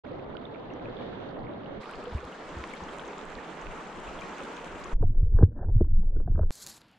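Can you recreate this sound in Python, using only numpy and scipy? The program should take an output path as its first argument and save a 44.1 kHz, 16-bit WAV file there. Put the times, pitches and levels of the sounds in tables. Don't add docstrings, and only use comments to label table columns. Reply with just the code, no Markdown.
import sys
import numpy as np
from scipy import signal
from scipy.fft import rfft, irfft, next_fast_len
from scipy.io import wavfile

SR = 44100
rng = np.random.default_rng(int(sys.argv[2]) if len(sys.argv) > 2 else 0)


def to_wav(sig):
    pcm = np.clip(np.atleast_2d(sig), -1, 1) * 32767
    pcm = np.round(pcm).astype(np.int16)
    wavfile.write(sys.argv[1], SR, pcm.T)


def gain_from_decibels(decibels):
    exponent = np.asarray(decibels, float) / 20
    return 10 ** exponent


N = 307818


def rms_one(x):
    return x / np.sqrt(np.mean(x ** 2) + 1e-20)


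def in_time(rows, start, size):
    t, *columns = np.transpose(rows)
    return [np.interp(start + np.arange(size) / SR, t, column) for column in columns]


def at_hz(points, hz):
    f, level = np.array(points).T
    return np.interp(np.log(hz), np.log(f), level)


def drift(rate, size):
    pole = np.exp(-40 * np.pi * rate / SR)
    noise = rng.standard_normal(size // 20 + 3002)
    slow = signal.lfilter([1], [1, -2 * pole, pole * pole], noise)[3000:]
    return np.interp(np.arange(size) / 20, np.arange(len(slow)), rms_one(slow - slow.mean()))


def ring(clicks, hz, t60):
    r, w = gain_from_decibels(-60 / (t60 * SR)), 2 * np.pi * hz / SR
    return signal.lfilter([0, np.sin(w)], [1, -2 * r * np.cos(w), r * r], clicks + 1e-18)


def clicks_at(rows, start, size, db):
    out = np.zeros(size)
    out[np.round((np.array(rows)[:, 0] - start) * SR).astype(int)] = gain_from_decibels(db)
    return out


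def add(out, sound, at):
    at = max(int(at), 0)
    out[..., at:at + sound.shape[-1]] += sound[..., :out.shape[-1] - at]


def banded(size, spectrum, alike, patchy_db, shared_db, rate, tilt_db=0, grain_db=0, treble_db=0):
    wanted, size = size, next_fast_len(size)
    tilt_db, treble_db = np.resize(tilt_db, size), np.resize(treble_db, size)
    hz = np.maximum(np.arange(size // 2 + 1) * SR / size, 1)
    like = np.clip(at_hz(alike, hz), -1, 1)
    grains = gain_from_decibels(grain_db * np.minimum(rng.exponential(1, (2, size)), 7))
    mid, side = rfft(rng.standard_normal((2, size)) * grains) * gain_from_decibels(at_hz(spectrum, hz))
    both = np.array([np.sqrt(1 + like) * mid + sign * np.sqrt(1 - like) * side for sign in (1, -1)])
    together, out, plain = drift(rate, size), 0, 0
    lowest, highest = spectrum[0][0], spectrum[-1][0]
    for centre in lowest * 2 ** np.arange(0, np.log2(highest / lowest), 1 / 3):
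        band = irfft(both * np.maximum(1 - 3 * np.abs(np.log2(hz / centre)), 0), size)
        band *= gain_from_decibels(patchy_db * drift(rate, size) + shared_db * together)
        plain = plain + band
        octaves = np.clip(np.log2(centre / 1000), 0, 2.3)
        near_treble = max(1 - 2.5 * abs(np.log2(centre / 4370)), 0)
        out = out + band * gain_from_decibels(tilt_db * octaves + treble_db * near_treble)
    return out[:, :wanted] / np.sqrt(np.mean(plain ** 2))


def bubble(hz, t60, rise, onset=0.088):
    t = np.arange(int(t60 * SR) + 2) / SR
    swell = np.sin(np.pi / 2 * np.minimum(t / (onset * t60), 1)) ** 2
    tone = np.sin(2 * np.pi * hz * (t + rise * t * t / t60 / 2))
    return tone * gain_from_decibels(-60 * t / t60) * swell


def gurgle(size, count, colour, low_hz, high_hz, cycles, spread_db, left_db, pan_db):
    out = np.zeros((2, size))
    for at, pitch, loud, pan in rng.random((count, 4)):
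        hz = low_hz * (high_hz / low_hz) ** pitch
        side_db = (left_db / 2 + pan_db * (pan - .5)) * np.array([[1], [-1]])
        gain = gain_from_decibels(at_hz(colour, hz) - spread_db * np.log(1.005 - loud) + side_db) * hz
        add(out, gain * bubble(hz, cycles / hz, 0.74), at * size)
    return rms_one(out)


# f/Hz, level/dB [per Hz]
BUFFET_SPECTRUM = [(15, 6.5), (35, 0.5), (70, -5), (110, -10), (160, -26.5)]


def stream(curve, rush, alike, start, size, pan_db, spray_db, fizz_db, spray_hz, left_db):
    water_db, tilt_db, buffet_db, treble_db = in_time(curve, start, size)
    pan_db = pan_db + 1.0 * drift(2.5, size)
    water = banded(size, rush, alike, 1.33, 0.81, 19.5, tilt_db, 1.0, treble_db)
    water = water * gain_from_decibels(pan_db / 2 * [[1], [-1]])
    fizz = gurgle(size, size // 250, rush, 252.5, 4070, 22, 1.84, left_db, 14)
    spray = gurgle(size, size // 90, rush, 2000, spray_hz, 12, 4, left_db, 22)
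    spray = signal.sosfilt(signal.butter(4, spray_hz, fs=SR, output="sos"), spray)
    spray *= gain_from_decibels(spray_db + 2.2 * drift(3.5, size))
    buffet = banded(size, BUFFET_SPECTRUM, [(20, 0.3), (150, 0.92)], 3.8, 4.8, 4.7)
    return gain_from_decibels(water_db) * (water + gain_from_decibels(fizz_db) * fizz + spray) + gain_from_decibels(buffet_db) * buffet


# t/s, water level/dB, brightness [dB per octave over 1 kHz],
# buffeting level/dB, treble level/dB [around 4370 Hz]
BANK_CURVE = [
    (0.03, -40.5, 0.5, -57, 0), (0.25, -40.5, 0, -51, 0), (0.5, -41.5, 1, -58, 2.5),
    (0.87, -39.5, 1.5, -50.5, -3), (0.97, -38, 2, -59, 5.5), (1.28, -39, 3, -50.5, -1),
    (1.38, -39.5, -1, -55, -3), (1.81, -40.5, 2, -54, -2)]
# f/Hz, level/dB [per Hz]
BANK_SPECTRUM = [(59, -14), (100, -2), (151, -1.5), (360, 0), (565, -1.5), (2150, -22), (2360, -28),
                 (3580, -27), (4400, -38.5), (4930, -48), (6660, -54), (8040, -80), (9000, -79),
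                 (11700, -110), (19800, -120)]
# f/Hz, left-right likeness [-1 to 1]
BANK_LIKENESS = [(60, 0.89), (150, 1), (380, 0.15), (950, 0.16), (2380, -0.12), (5980, -0.34),
                 (15000, -0.05)]


def from_bank(start, size):
    return stream(BANK_CURVE, BANK_SPECTRUM, BANK_LIKENESS, start, size,
                  pan_db=-2, spray_db=-28, fizz_db=-9.5, spray_hz=4730, left_db=-6.0)


# t/s, peak level/dB, starting f/Hz, cycles until 60 dB down, left-right level/dB
PLOP_EVENTS = [(0.3515, -39, 1430, 33, -20), (0.369, -30.5, 2970, 13, -15), (0.453, -38.5, 3520, 60, -17),
               (0.548, -40.5, 2240, 21, -15), (0.7027, -38, 2660, 29, -5), (0.7366, -48, 5800, 33, 5),
               (0.856, -37, 2440, 30, -12), (0.9687, -42, 3420, 32, -20), (1.3674, -32, 950, 22, 5.5),
               (1.468, -36, 2150, 22, -5), (1.66, -40.5, 2850, 29, -14), (1.773, -30.5, 207, 24, -4),
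               (1.888, -32, 1376, 66, 0.5), (1.9366, -30.5, 2650, 15, 0), (2.065, -27, 482, 59, -1),
               (2.229, -28.5, 485, 14, -0.5), (2.2498, -48, 10100, 27.5, 0.5), (2.328, -36, 2800, 30, 0.5),
               (2.6394, -28.5, 1050, 27, -3.5), (2.6397, -17.5, 1960, 4.5, -6), (2.7358, -33, 2160, 37, 19),
               (2.7373, -39, 7400, 33, -1), (2.7527, -48, 10100, 30, 4), (2.8378, -37, 6100, 27, -0.5),
               (2.89, -36.5, 3100, 37, 11), (2.9687, -51, 10300, 31, 1.5), (2.9853, -37.5, 7050, 22, 9.5),
               (2.9958, -29.5, 3160, 19, 8), (3.0021, -51, 10100, 29.5, -5), (3.079, -36, 6300, 24, -2),
               (3.1818, -37.5, 7100, 42, -3), (3.253, -40, 7760, 24, -0.5), (3.3852, -30.5, 1780, 38, 0.5),
               (3.6148, -40, 6350, 22, 0), (4.0768, -35.5, 2640, 36, 0), (4.19, -34, 3320, 33, 1),
               (4.21, -36, 6240, 24, -1), (4.219, -32.5, 2320, 44, 14), (4.3826, -41, 6260, 23, -0.5),
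               (4.5667, -37, 6500, 24, -1.5), (4.5776, -34, 2450, 25, 1), (4.8428, -30.5, 6860, 25, 1),
               (4.855, -33, 1100, 44, 12)]


def plops():
    out = np.zeros((2, N))
    for t, db, hz, cycles, pan_db in PLOP_EVENTS:
        sides_db = np.array([[pan_db], [-pan_db]]) / 2
        add(out, gain_from_decibels(db + sides_db) * bubble(hz, cycles / hz, 0.11, 0.1), t * SR)
    return out


# t/s, water level/dB, brightness [dB per octave over 1 kHz],
# buffeting level/dB, treble level/dB [around 4370 Hz]
CLOSE_CURVE = [
    (1.79, -43, 0, -62, 13), (2.11, -43.5, 0, -48, 8.5), (2.36, -44, 1.5, -57, 4.5),
    (2.62, -42.5, 2.5, -52, 2), (3.07, -41.5, 1.5, -54, -0.5), (3.55, -42.5, 2, -53, -2.5),
    (4.35, -41, 2.5, -52, -1.5), (4.8, -42, 3, -51, -5), (4.95, -42, 3, -38, -5)]
# f/Hz, level/dB [per Hz]
CLOSE_SPECTRUM = [(59, -33), (100, -35), (123, -14.5), (166, 0), (253, -2), (467, -0.5), (682, -4.5),
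                  (898, -3.5), (1290, -6), (3120, -22), (4960, -33), (7410, -33), (10400, -52.5),
                  (15500, -72)]
# f/Hz, left-right likeness [-1 to 1]
CLOSE_LIKENESS = [(60, 0.67), (130, 0.96), (290, 1), (640, 0.84), (1410, 0.44), (3100, 0.75), (6820, 0.019),
                  (15000, 0.09)]


def over_surface(start, size):
    return stream(CLOSE_CURVE, CLOSE_SPECTRUM, CLOSE_LIKENESS, start, size,
                  pan_db=-0.7, spray_db=-18.5, fizz_db=-9.0, spray_hz=14000, left_db=0)


# t/s, peak level/dB, f/Hz
JOLT_EVENTS = [(2.123, -30, 63.6), (2.148, -17.5, 70.5), (2.246, -35.5, 65), (2.567, -27.5, 73),
               (2.597, -32, 68), (2.818, -35.5, 69.5), (4.077, -37, 49.5)]


def jolts():
    out = np.zeros(N)
    for t, db, hz in JOLT_EVENTS:
        add(out, gain_from_decibels(db) * bubble(hz, 0.1, -0.096, 0.054), t * SR)
    return out


# f/Hz, level/dB [per Hz]
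SLOSH_SPECTRUM = [(8, -8.5), (18, 8), (32, -2), (50, -11.5), (70, -34.5)]
# f/Hz, left-right likeness
MONO_LIKENESS = [(10, 1), (20000, 1)]
SLOSH_TOP = 0.25


def slosh(size, slosh_db):
    pressure = gain_from_decibels(slosh_db) * banded(size, SLOSH_SPECTRUM, MONO_LIKENESS, 0.94, 0.94, 6.8)[0]
    return SLOSH_TOP * np.tanh(pressure / SLOSH_TOP)


HUM_HZ, HUM_WIDTH_HZ = 90, 46


def hum(size, hum_db):
    noise = rng.standard_normal(size) * gain_from_decibels(5.7 * drift(18, size))
    once = ring(noise, HUM_HZ, 1.2 / HUM_WIDTH_HZ)
    return gain_from_decibels(hum_db) * rms_one(ring(once, HUM_HZ, 1.1 / HUM_WIDTH_HZ))


# f/Hz, level/dB [per Hz]
FLOW_SPECTRUM = [(120, -26.5), (170, -0.5), (320, -8.5), (450, -15), (700, -28), (1000, -44.5)]


def flow(size, rub):
    level = gain_from_decibels(-49.5) + gain_from_decibels(4) * rub
    return level * banded(size, FLOW_SPECTRUM, MONO_LIKENESS, 6.0, 0.69, 6.7)[0]


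# t/s, peak level/dB, f/Hz, t60/s
THUD_EVENTS = [(5.007, -18.5, 98, 0.14), (5.04, -15.5, 96, 0.14), (5.228, -13.5, 79.3, 0.12),
               (5.346, -17.5, 90, 0.11), (5.412, -10, 80, 0.067), (5.431, 0.5, 89.5, 0.092),
               (5.681, -28, 90, 0.19), (5.81, -12.5, 75.3, 0.14), (5.838, -31, 71, 0.11),
               (6.3, -18, 70, 0.1), (6.347, -14, 70.7, 0.13), (6.405, -13, 79.4, 0.18)]


def thuds(start, size):
    out = np.zeros(size)
    for t, db, hz, t60 in THUD_EVENTS:
        add(out, gain_from_decibels(db) * bubble(hz, t60, 0, 0.039), (t - start) * SR)
    return out


# t/s, hold/s, level/dB, brightness [dB per octave over 1 kHz]
RUB_EVENTS = [(5.018, .025, -51.5, -20), (5.161, .02, -71.5, -4), (5.366, .035, -56, 5),
              (5.41, .02, -43, -14), (5.573, .075, -49.5, 2.5), (5.66, .04, -55.5, -16),
              (5.783, .03, -63, -0.5), (6.045, .015, -75, -5), (6.2, .03, -66, 8), (6.33, .05, -69, -5),
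              (6.41, .035, -64.5, 4)]


def rubbing(start, size):
    floor_db, rise_db_per_s, fall_db_per_s = -73, 702.5, 598.5
    t = start + np.arange(size) / SR
    begin, hold, db, tilt_db = np.transpose(RUB_EVENTS)[..., None]
    before_db = rise_db_per_s * np.maximum(begin - t, 0)
    after_db = fall_db_per_s * np.maximum(t - begin - hold, 0)
    each = gain_from_decibels(db - before_db - after_db)
    level = each.sum(axis=0) + gain_from_decibels(floor_db)
    return level, (each * tilt_db).sum(axis=0) / level


# f/Hz, level/dB [per Hz]
SCRAPE_SPECTRUM = [(400, -8.5), (600, -3), (1000, -13.5), (1200, -23), (1600, -15.5), (1850, -20.5),
                   (2100, -48)]


def scrape(size, rub, bright_db):
    return rub * banded(size, SCRAPE_SPECTRUM, MONO_LIKENESS, 2.4, 4.6, 40, bright_db)[0]


# t/s, level/dB, brightness [dB per octave], air pocket f/Hz,
# air pocket level/dB [over the knock]
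KNOCK_EVENTS = [(5.024, -22.5, 2.5, 400, 0), (5.031, -43.5, -4, 700, 17.5), (5.211, -59.5, 7, 700, 1),
                (5.362, -42, -3, 1080, -4), (5.385, -22, 4.5, 440, -2.5), (5.401, -43.5, 0, 926, 5),
                (5.4238, -12.5, -1, 300, -5), (5.683, -33, -4, 870, -8.5), (5.805, -13, -9, 593, -9.5),
                (5.844, -45, 8, 1007, -10), (6.029, -44.5, 4.5, 815, -4), (6.16, -28.5, -9, 1455, -18.5),
                (6.199, -32, 1, 500, -2), (6.273, -32, 5, 700, 3.5), (6.31, -38, -5, 1700, -21.5),
                (6.353, -39, 8, 1250, -5), (6.375, -26, 2, 496, -3), (6.389, -28.5, 6, 616, 8.5),
                (6.414, -37, 3.5, 1310, -7), (6.429, -30, 4.5, 490, 1)]
# f/Hz, level/dB, t60/s
HOUSING_MODES = [(188, -8.5, 0.024), (352.5, -1.5, 0.036), (440, -2, 0.039), (700, -12, 0.0031),
                 (965, -18, 0.023), (1250, -21, 0.015), (1560, -20.5, 0.011)]


def knocks(start, size):
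    times, db, tilt_db, pocket_hz, pocket_db = np.transpose(KNOCK_EVENTS)
    out = np.zeros(size)
    luck = rng.normal(0, 2, (len(times), len(HOUSING_MODES)))
    for k, (hz, mode_db, t60) in enumerate(HOUSING_MODES):
        level_db = db + mode_db + luck[:, k] + tilt_db * np.log2(hz / 440)
        clicks = clicks_at(KNOCK_EVENTS, start, size, level_db)
        lag_s = 0.0051 * (np.sqrt(500 / hz) - .38)
        swell = np.hanning(int(2 * lag_s * SR) + 3)
        tone = swell * np.cos(2 * np.pi * hz * np.arange(len(swell)) / SR) * 2 / swell.sum()
        out += ring(np.convolve(clicks, tone)[:size], hz, t60)
    for t, hz, level_db in zip(times, pocket_hz, db + pocket_db):
        add(out, gain_from_decibels(level_db) * bubble(hz, 0.033, 0.055), (t + .002 - start) * SR)
    blows = clicks_at(KNOCK_EVENTS, start, size, db + tilt_db - 33.0)
    dying = signal.lfilter([1], [1, -gain_from_decibels(-60 / (.06 * SR))], blows)
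    out += dying * banded(size, SCRAPE_SPECTRUM, MONO_LIKENESS, 3.0, 2.0, 60, 2.7)[0]
    lows = clicks_at(KNOCK_EVENTS, start, size, -32 + 0.079 * db)
    return out + ring(signal.sosfilt(signal.butter(2, 200, fs=SR, output="sos"), lows), HUM_HZ, 0.27)


# f/Hz, level/dB [per Hz]
CRACKLE_SPECTRUM = [(1500, 4.5), (3000, -11.5), (5000, -16.5), (8000, -28.5)]


def crackle(size, swing):
    strain = (swing / SLOSH_TOP) ** 2
    return gain_from_decibels(-71) * strain * banded(size, CRACKLE_SPECTRUM, MONO_LIKENESS, 2.2, 4.5, 120)[0]


# t/s, slosh level/dB, hum level/dB
DIVE_CURVE = [(4.925, -13, -68), (4.975, -14, -60), (5.02, -23, -50), (5.09, -16.5, -33.5),
              (5.135, -28, -33), (5.175, -6, -27.5), (5.24, -25, -24.5), (5.29, -17.5, -35),
              (5.35, -7.5, -26), (5.41, -19.5, -35), (5.5, -34.5, -35), (5.64, -30.5, -29.5),
              (5.71, -26, -25), (5.76, -15.5, -29), (5.87, -26.5, -32), (5.965, -17.5, -34.5),
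              (6.07, -24, -37.5), (6.25, -27, -27.5), (6.315, -16, -31.5), (6.39, -26, -42),
              (6.51, -15, -59.5)]
# f/Hz, level/dB [per Hz]
DIVE_HISS_SPECTRUM = [(1500, 6.5), (3000, -11), (5000, -13), (8000, -22)]


def under_water(start, size):
    slosh_db, hum_db = in_time(DIVE_CURVE, start, size)
    rub, bright_db = rubbing(start, size)
    out = slosh(size, slosh_db) + hum(size, hum_db) + flow(size, rub)
    out += thuds(start, size) + scrape(size, rub, bright_db) + knocks(start, size)
    out = signal.sosfilt(signal.cheby2(8, 50, 2300, fs=SR, output="sos"), out)
    out += crackle(size, out)
    out += gain_from_decibels(-97) * banded(size, DIVE_HISS_SPECTRUM, MONO_LIKENESS, 3.0, 2.0, 20)[0]
    swing = np.exp((np.arange(size) - size) / (0.0068 * SR))
    out += (0.076 - out[-1]) * swing
    tailed = np.append(out, np.zeros(200))
    return signal.sosfilt(signal.cheby2(10, 60, 11400, fs=SR, output="sos"), tailed)


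# f/Hz, level/dB [per Hz]
RUSTLE_SPECTRUM = [(1500, -8), (2600, -16.5), (4200, 1.5), (5900, -3), (7300, 1.5), (9000, -7.5),
                   (11400, -3), (13500, -13), (15600, -31.5)]
# t/s, level/dB, brightness [dB per octave]
SNAP_EVENTS = [(6.5234, -43.5, 0), (6.5541, -38, 8), (6.6645, -29.5, 1), (6.6708, -28.5, 0),
               (6.7143, -42.5, -6.5), (6.816, -48, -10), (6.8827, -58, 0), (6.9134, -62, 8),
               (6.9279, -62, -7)]


def snaps(start, size):
    out = np.zeros(size)
    _, db, tilt_db = np.transpose(SNAP_EVENTS)
    for hz in np.geomspace(2500, 13000, 9):
        luck = rng.normal(0, 3, len(db))
        level_db = db - 4.0 + at_hz(RUSTLE_SPECTRUM, hz) + luck + tilt_db * np.log2(hz / 6000)
        late = rng.uniform(0, 0.002)
        out += ring(clicks_at(SNAP_EVENTS, start - late, size, level_db), hz, 0.0043)
    return out


# t/s, rustle level/dB, air level/dB
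WOOD_CURVE = [(6.507, -81.5, -60), (6.522, -53.5, -67), (6.58, -53, -59), (6.63, -45, -60),
              (6.655, -59, -56), (6.697, -44, -54.5), (6.715, -52.5, -58), (6.78, -58.5, -57),
              (6.797, -73.5, -64), (6.815, -63, -58), (6.828, -79, -59.5), (6.98, -83, -64.5)]
# f/Hz, level/dB [per Hz]
AIR_SPECTRUM = [(15, -39), (30, -5), (96, -6), (224, -2.5), (400, -9.5), (900, -9.5), (2100, -15.5),
                (4600, -20), (5600, -32.5), (8000, -78)]
# f/Hz, left-right likeness [-1 to 1]
WOOD_LIKENESS = [(100, 1), (6000, 1), (10500, 0.9), (12000, 0.34), (15000, .3)]


def wood(start, size):
    rustle_db, air_db = in_time(WOOD_CURVE, start, size)
    rustle = banded(size, RUSTLE_SPECTRUM, WOOD_LIKENESS, 2.4, 1.0, 68, grain_db=1.4)
    air = banded(size, AIR_SPECTRUM, WOOD_LIKENESS, 1.65, 0.53, 2.8)
    return gain_from_decibels(rustle_db) * rustle + gain_from_decibels(air_db) * air + snaps(start, size)


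SHOT_STARTS = [.036, 1.80, 4.929, 6.5073]


def scene():
    out = plops() + jolts()
    first, second, third, fourth = [round(t * SR) for t in SHOT_STARTS]
    lap = round(.016 * SR)
    fade = np.sin(np.linspace(0, np.pi / 2, lap))
    bank = from_bank(first / SR, second + lap - first)
    close = over_surface(second / SR, third + lap - second)
    dive = under_water(third / SR, fourth - third)
    leaves = wood(fourth / SR, N - fourth)
    for shot in (bank, close, dive):
        shot[..., :lap] *= fade
    for shot in (bank, close):
        shot[..., -lap:] *= fade[::-1]
    for shot, at in ((bank, first), (close, second), (dive, third), (leaves, fourth)):
        add(out, shot, at)
    return out


def band_limit(x):
    return signal.sosfilt(signal.butter(12, 15720, fs=SR, output="sos"), x)


def record(dry):
    ceiling = 0.8
    mix = dry / (1 + (dry / ceiling) ** 6) ** (1 / 6)
    return band_limit(mix)


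dry = scene()
out = record(dry)
to_wav(out)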